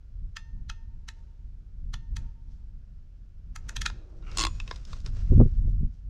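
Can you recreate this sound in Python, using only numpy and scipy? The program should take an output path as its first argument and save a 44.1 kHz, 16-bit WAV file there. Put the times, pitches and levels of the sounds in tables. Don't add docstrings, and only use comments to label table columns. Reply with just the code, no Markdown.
import sys
import numpy as np
from scipy import signal
from scipy.fft import rfft, irfft, next_fast_len
from scipy.io import wavfile
from scipy.ndimage import uniform_filter1d

SR = 44100
rng = np.random.default_rng(int(sys.argv[2]) if len(sys.argv) > 2 else 0)


def generate_wav(signal):
    frames = np.transpose(np.atleast_2d(signal))
    scaled = np.clip(frames, -1, 1) * 32767
    pcm = np.round(scaled).astype(np.int16)
    wavfile.write(sys.argv[1], SR, pcm)


N = 268965
TIME = np.arange(N) / SR


def from_db(db):
    return 10 ** (np.asarray(db) / 20)


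def unit_rms(x):
    return x / np.sqrt(np.mean(x ** 2) + 1e-30)


def unit_energy(x):
    return x / np.sqrt(np.sum(x ** 2) + 1e-30)


def cut(x, hz, kind, order=2):
    return signal.sosfilt(signal.butter(order, hz, kind, fs=SR, output="sos"), x)


def add(out, s, sound):
    at = max(round(s * SR), 0)
    out[at:at + len(sound)] += sound[:N - at]


def noise(spectrum):
    hz, db = np.transpose(spectrum)
    size = next_fast_len(N)
    bin_hz = np.arange(size // 2 + 1) * SR / size + 1
    gain = from_db(np.interp(np.log(bin_hz), np.log(hz), db)) / np.maximum(bin_hz / hz[-1], 1) ** 4
    return unit_rms(irfft(rfft(rng.standard_normal(size)) * gain, size)[:N])


def evened(x, span_s):
    return x / np.sqrt(uniform_filter1d(x ** 2, int(span_s * SR)) + 1e-3)


def resonate(x, hz, width_hz):
    r = np.exp(-np.pi * width_hz / SR)
    numerator = np.array([1, 0, -1]) * (1 - r * r) / 2
    return signal.lfilter(numerator, [1, -2 * r * np.cos(2 * np.pi * hz / SR), r * r], x)


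def ring(hz, t60, length_s):
    t = TIME[:int(length_s * SR)]
    return np.sin(2 * np.pi * hz * t) * from_db(-60 * t / t60)


def held(start_s, end_s, rise_s, fade_s):
    return np.clip((TIME - start_s) / rise_s, 0, 1) * np.exp(-np.maximum(TIME - end_s, 0) / fade_s)


# t/s, level/dB
BREEZE_CURVE = [(0.0, -55), (0.13, -48.5), (0.24, -43.5), (0.42, -50), (0.54, -39.5), (1.29, -49.5),
                (1.38, -49), (1.65, -52), (1.83, -40), (2.07, -46), (2.14, -33.5), (2.28, -45.5),
                (3.33, -51.5), (3.58, -42.5), (3.67, -36), (3.72, -45.5), (3.82, -39), (4.01, -50.5),
                (4.52, -38.5), (4.86, -47), (4.96, -38), (4.99, -43), (5.28, -30.5), (5.32, -21),
                (5.4, -13), (5.5, -31.5), (5.72, -28), (5.84, -28.5), (5.88, -41), (6.01, -50),
                (6.06, -42.5), (6.1, -42)]
# f/Hz, spectral level/dB
SWAY_SPECTRUM = [(12, -9.5), (22, 9), (45, 8), (70, -7.5), (100, -32), (160, -59)]
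FLUTTER_SPECTRUM = [(45, -5), (80, 9), (120, -2.5), (170, -7.5), (230, -14.5), (320, -26), (480, -49),
                    (750, -50), (1200, -64)]

def wind(sway_db=6.5, flutter_db=-2, sway_cap_db=-25, flutter_cap_db=-20, gust_db=2.5, gust_hz=7):
    breeze_db = np.interp(TIME, *np.transpose(BREEZE_CURVE))
    steps = rng.standard_normal(200)
    gusts = from_db(gust_db * np.interp(TIME * 2 * gust_hz, np.arange(len(steps)), steps))
    sway_gain = from_db(sway_db + np.minimum(breeze_db, sway_cap_db))
    flutter_gain = from_db(flutter_db + np.minimum(breeze_db, flutter_cap_db))
    sway = sway_gain * evened(noise(SWAY_SPECTRUM), span_s=0.09)
    flutter = flutter_gain * evened(noise(FLUTTER_SPECTRUM), span_s=0.078)
    return gusts * (sway + flutter)


# f/Hz, spectral level/dB
AIR_SPECTRUM = [(100, 11.5), (400, 9), (800, 0), (1100, -3), (1400, 1.5), (2000, -5), (2700, -5),
                (3600, -7.5), (5500, -7.5), (7000, -13), (9000, -21), (15000, -26)]

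def air(level_db=-73.5):
    return from_db(level_db) * noise(AIR_SPECTRUM)


def add_click(out, s, band_db, modes, slide_s, settle_s, low_hz, top_hz, vary_db=2.5):
    lead_s, middle_hz = 0.02, (2200, 5000)
    t = TIME[:4096] - lead_s
    contact = np.exp(-np.maximum(-t / slide_s, t / settle_s))
    body = np.zeros(len(t))
    for hz, width, db in modes:
        mode = unit_energy(resonate(contact * rng.standard_normal(len(t)), hz, width))
        body += from_db(db + vary_db * rng.standard_normal()) * mode
    body = cut(cut(body, low_hz, "high", order=3), top_hz, "low")
    bands = [cut(body, middle_hz[0], "low", order=3),
             -cut(body, middle_hz, "band"),
             cut(body, middle_hz[1], "high", order=3)]
    click = sum(from_db(db) * unit_energy(band) for db, band in zip(band_db, bands))
    energy = np.sum(from_db(band_db) ** 2) * SR / 100
    add(out, s - lead_s, np.sqrt(energy) * unit_energy(click))


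# t/s, low level/dB, middle level/dB, high level/dB, spring level/dB, overtone gain/dB
PAWL_DROPS = [(0.3701, -38.5, -41, -51, -70.5, 11.5), (0.7, -39.5, -41.5, -49.5, -68.5, 5.5),
              (1.0888, -42, -47.5, -47.5, -69.5, -12), (1.9417, -41.5, -44.5, -46.5, -70.5, 6),
              (2.1687, -48.5, -44, -46.5, -67, -10), (3.5628, -43, -60, -45.5, -71.5, -4),
              (3.6944, -41.5, -49, -42.5, -68, -10), (3.7674, -41, -36, -39.5, -72, -0.5),
              (3.8188, -43, -33.5, -39.5, -71, -5), (3.863, -28, -29, -38.5, -91, 5)]
# f/Hz, bandwidth/Hz, level/dB
GRIPPED_MODES = [(912, 800, -3), (1322, 120, 1.5), (1720, 230, 2.5), (1875, 190, -6.5), (2563, 35, -5),
                 (2935, 97, -6), (3340, 130, -4), (4100, 210, -2.5), (4840, 280, -5), (6090, 750, 6.5),
                 (6990, 220, -11), (7650, 620, -17.5), (11000, 4000, -30.5)]
# f/Hz, level/dB, T60/s
SPRING_MODES = [(906, 0, 1.45), (1814, 6, .66), (2735, -4, .36), (3429, -4, .22), (3628, -3, .23),
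                (4260, -9, .45), (5000, -11, .45), (5728, -15, .45), (6172, -8, .42)]

def squeeze(beat_hz=9, twin_db=-1.5, pluck_db=7, pluck_s=0.053):
    out = np.zeros(N)
    next_drops = [row[0] for row in PAWL_DROPS[1:]] + [N / SR]
    lowest_hz, _, lowest_t60 = SPRING_MODES[0]
    for (s, *band_db, spring_db, overtones_db), until in zip(PAWL_DROPS, next_drops):
        add_click(out, s, band_db, GRIPPED_MODES,
                  slide_s=0.0034, settle_s=0.00084, low_hz=731, top_hz=12100)
        fundamental, *overtones = [from_db(db) * ring(hz, t60, until - s) for hz, db, t60 in SPRING_MODES]
        twin = from_db(twin_db) * ring(lowest_hz + beat_hz, lowest_t60, until - s)
        pluck = from_db(pluck_db * np.exp(-TIME[:len(twin)] / pluck_s))
        spring = pluck * (fundamental + twin) + from_db(overtones_db) * sum(overtones)
        add(out, s, from_db(spring_db) * spring)
    return out


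# f/Hz, level/dB, T60/s
PLATE_MODES = [(1015, -9.5, 0.15), (1420, -3.5, 0.054), (1660, -14, 0.073), (1862, -10, 0.052),
               (2132, 3, 0.081), (2460, -1, 0.12), (2696, -4.5, 0.059), (3040, -2.5, 0.079),
               (3220, 3.5, 0.047), (3450, -2, 0.061), (3830, 1.5, 0.041), (3930, 1.5, 0.068),
               (4340, -8, 0.037), (4910, -1, 0.077), (5480, -14.5, 0.071), (6430, -12, 0.04),
               (6760, -5, .08), (7150, 2.5, 0.043), (7830, 0, 0.074), (8450, -0.5, 0.023), (9350, 1, 0.064),
               (10500, 5, 0.086), (11640, -2.5, 0.066)]

def plates(x, ring_db=-3):
    ringing = sum(from_db(db) * resonate(x, hz, width_hz=np.log(1000) / (np.pi * t60))
                  for hz, db, t60 in PLATE_MODES)
    return x + from_db(ring_db) * ringing


def yard(x, near_db, far_db, near_t60=0.11, far_t60=0.48, far_hz=6500):
    t = TIME[:SR]
    onset = 1 - np.exp(-t / 0.004)
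    near = unit_energy(rng.standard_normal(SR) * onset * from_db(-60 * t / near_t60))
    far = unit_energy(rng.standard_normal(SR) * onset * from_db(-60 * t / far_t60))
    response = from_db(near_db) * near + from_db(far_db) * cut(far, far_hz, "low")
    return x + signal.fftconvolve(x, response)[:N]


# peak t/s, duration/s, dull level/dB, bright level/dB
BRUSH_STROKES = [(1.183, 0.48, -70.5, -79.5), (2.21, .3, -64.5, -75), (2.525, 0.28, -75, -77),
                 (3.72, 0.45, -58.5, -69.5), (4.381, 0.27, -45, -51.5), (4.56, 1.2, -60.5, -64),
                 (4.718, 0.33, -52.5, -58), (4.917, 0.29, -54.5, -57), (5.067, 0.11, -51.5, -57.5),
                 (5.18, 0.23, -53.5, -60), (5.293, 1.05, -60.5, -68), (5.688, .2, -75, -73.5),
                 (5.943, 0.19, -79, -77.5)]
# f/Hz, spectral level/dB
DULL_SPECTRUM = [(180, 8.5), (350, 2), (600, 0.5), (900, -6), (1400, -1), (2100, -8), (2800, -7),
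                 (3600, -23.5), (6000, -45.5)]
BRIGHT_SPECTRUM = [(1800, -23), (3200, -1.5), (4200, -0.5), (5700, 1), (6900, -5.5), (8000, -10),
                   (10000, -24), (15000, -36)]

def rustle(rise_share=0.41, edge_db=-18.5, grain_db=2, grain_hz=140):
    dull, bright = np.zeros(N), np.zeros(N)
    for s, length_s, dull_db, bright_db in BRUSH_STROKES:
        from_peak = np.maximum((s - TIME) / rise_share, (TIME - s) / (1 - rise_share)) / length_s
        swell = from_db(edge_db * from_peak)
        dull = np.maximum(dull, from_db(dull_db) * swell)
        bright = np.maximum(bright, from_db(bright_db) * swell)
    grain = unit_rms(cut(rng.standard_normal(N), grain_hz, "low"))
    catches = unit_rms(from_db(grain_db * grain))
    return catches * (dull * noise(DULL_SPECTRUM) + bright * noise(BRIGHT_SPECTRUM))


# f/Hz, spectral level/dB
GRIP_SPECTRUM = [(200, -17), (320, 8.5), (450, -0.5), (620, -4), (850, -11), (1300, -15), (2200, -28)]

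def palm(resting_db=-84, pressing_db=-62):
    pressing = held(start_s=3.54, end_s=4.33, rise_s=0.34, fade_s=0.09)
    return (from_db(resting_db) + from_db(pressing_db) * pressing) * noise(GRIP_SPECTRUM)


def tilted(db, tilt_db, flanks_db):
    return [db + flanks_db - tilt_db, db, db + flanks_db + tilt_db]


# t/s, level/dB, tilt toward treble/dB, jaw ring level/dB
KNOCKS = [(3.9003, -51, -9.5, -73.5), (4.225, -72.5, -11, -71), (4.316, -56.5, 4, -72),
          (4.6011, -46.5, -1, -29), (4.6778, -51.5, -2.5, -39), (4.7120, -42.5, -10.5, -47),
          (4.7612, -54, 1.5, -69), (4.852, -62.5, 11.5, -78), (4.932, -53, -11, -75),
          (5.0036, -71, 13.5, -76), (5.0626, -47, 2.5, -80)]
# f/Hz, bandwidth/Hz, level/dB
SLACK_MODES = [(468, 170, -8.5), (1069, 110, 1), (1300, 320, -0.5), (1770, 310, -3), (2700, 560, -13.5),
               (3720, 170, -3), (5240, 750, 2), (6460, 480, -8)]

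def rattle(jaw_hz=2603, jaw_t60=0.029):
    out = np.zeros(N)
    for s, db, tilt_db, jaw_db in KNOCKS:
        add_click(out, s, tilted(db, tilt_db, flanks_db=-2.5), SLACK_MODES,
                  slide_s=0.0011, settle_s=0.0018, low_hz=330, top_hz=6470)
        add(out, s, from_db(jaw_db) * ring(jaw_hz, jaw_t60, length_s=0.1))
    return out


# f/Hz, bandwidth/Hz, level/dB
JAW_MODES = [(1352, 130, 6.5), (1970, 300, -12.5), (2300, 400, -2), (2760, 120, 5.5)]

def creak(slips_per_s=900, level_db=-56):
    slips = (rng.random(N) < slips_per_s / SR) * rng.standard_normal(N) + 1e-18
    body = sum(from_db(db) * resonate(slips, hz, width) for hz, width, db in JAW_MODES)
    unloading = held(start_s=4.22, end_s=4.36, rise_s=0.048, fade_s=0.01)
    return from_db(level_db) * unloading * unit_rms(cut(body, 2760, "low", order=6))


# t/s, level/dB
PAWL_SKIPS = [(4.3727, -33.5), (4.384, -31), (4.3932, -31), (4.4015, -31.5), (4.4101, -30), (4.4184, -33.5),
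              (4.428, -35), (4.4373, -31), (4.4505, -31), (4.468, -36)]
# f/Hz, bandwidth/Hz, level/dB
OPENING_MODES = [(324, 37, 2), (1080, 74, 8), (1400, 61, -6), (2070, 94, -8), (2670, 200, -1.5),
                 (3410, 96, -2.5), (4240, 270, 4), (5270, 1100, 4.5), (6320, 140, 1.5), (7010, 180, 3.5),
                 (8160, 220, 1), (12000, 3100, -25)]
# f/Hz, level/dB, T60/s
STEEL_MODES = [(2525, -62.5, 0.99), (3300, -65.5, 0.28), (4330, -67.5, 0.38), (6900, -55.5, 0.61),
               (8180, -62, .3), (10600, -72, .3)]

def release(first_tilt_db=2, dulling_db_per_s=89.5):
    out = np.zeros(N)
    first_skip_s, singing_s = PAWL_SKIPS[0][0], PAWL_SKIPS[-2][0]
    for s, db in PAWL_SKIPS:
        tilt_db = first_tilt_db - dulling_db_per_s * (s - first_skip_s)
        add_click(out, s, tilted(db, tilt_db, flanks_db=-3), OPENING_MODES,
                  slide_s=0.0005, settle_s=0.0016, low_hz=244, top_hz=11100)
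    for hz, db, t60 in STEEL_MODES:
        add(out, singing_s, from_db(db) * ring(hz, t60, length_s=1))
    return out


# t/s, level/dB, f/Hz, low-pass cutoff/Hz
HANDLING_BLOWS = [(5.302, -6.5, 42, 151), (5.3119, -21.5, 90, 900), (5.3195, -5.5, 86.4, 327),
                  (5.328, -17.5, 138, 900), (5.355, -1.5, 108.6, 202), (5.376, -5, 121, 340),
                  (5.392, -1.5, 71.4, 262), (5.4021, -2, 153, 1200), (5.412, -4.5, 269, 1244),
                  (5.453, -14.5, 123, 370), (5.603, -22.5, 86.5, 200), (5.678, -32, 190, 626),
                  (5.807, -18.5, 106, 237), (5.829, -13.5, 77.7, 260)]
# f/Hz, bandwidth/Hz, level/dB
MOUNT_MODES = [(126.2, 20.5, 9.5), (174, 28, 0), (229.3, 13, -1), (358, 62, 3), (485, 46, -3),
               (1050, 330, -12)]

def thumps(t60_cycles=3.5, scuff_db=-16, scuff_s=0.007, cloth_hz=380):
    out = np.zeros(N)
    for s, db, hz, cutoff_hz in HANDLING_BLOWS:
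        blow = ring(hz, t60_cycles / hz, length_s=0.2)
        drag = cut(rng.standard_normal(len(blow)) * np.exp(-TIME[:len(blow)] / scuff_s), cloth_hz, "low")
        shaken = sum(from_db(mode_db) * unit_energy(resonate(drag, mode_hz, width))
                     for mode_hz, width, mode_db in MOUNT_MODES)
        scuff = from_db(scuff_db) * unit_energy(shaken) * np.sqrt(SR / 50)
        add(out, s, from_db(db) * cut(blow + scuff, cutoff_hz, "low", order=4))
    return cut(out, 27, "high", order=1)


def scene(tool_db=-1):
    closing = yard(plates(squeeze()), near_db=-13, far_db=-22)
    opening = yard(plates(release() + rattle()), near_db=-16, far_db=-32)
    handling = creak() + palm() + rustle() + thumps()
    return (from_db(tool_db) * (closing + opening) + handling + wind() + air())[None]


def record(dry, cutoff_hz=15800):
    return signal.sosfilt(signal.ellip(10, 0.1, 80, cutoff_hz, fs=SR, output="sos"), dry)


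dry = scene()
out = record(dry)
generate_wav(out)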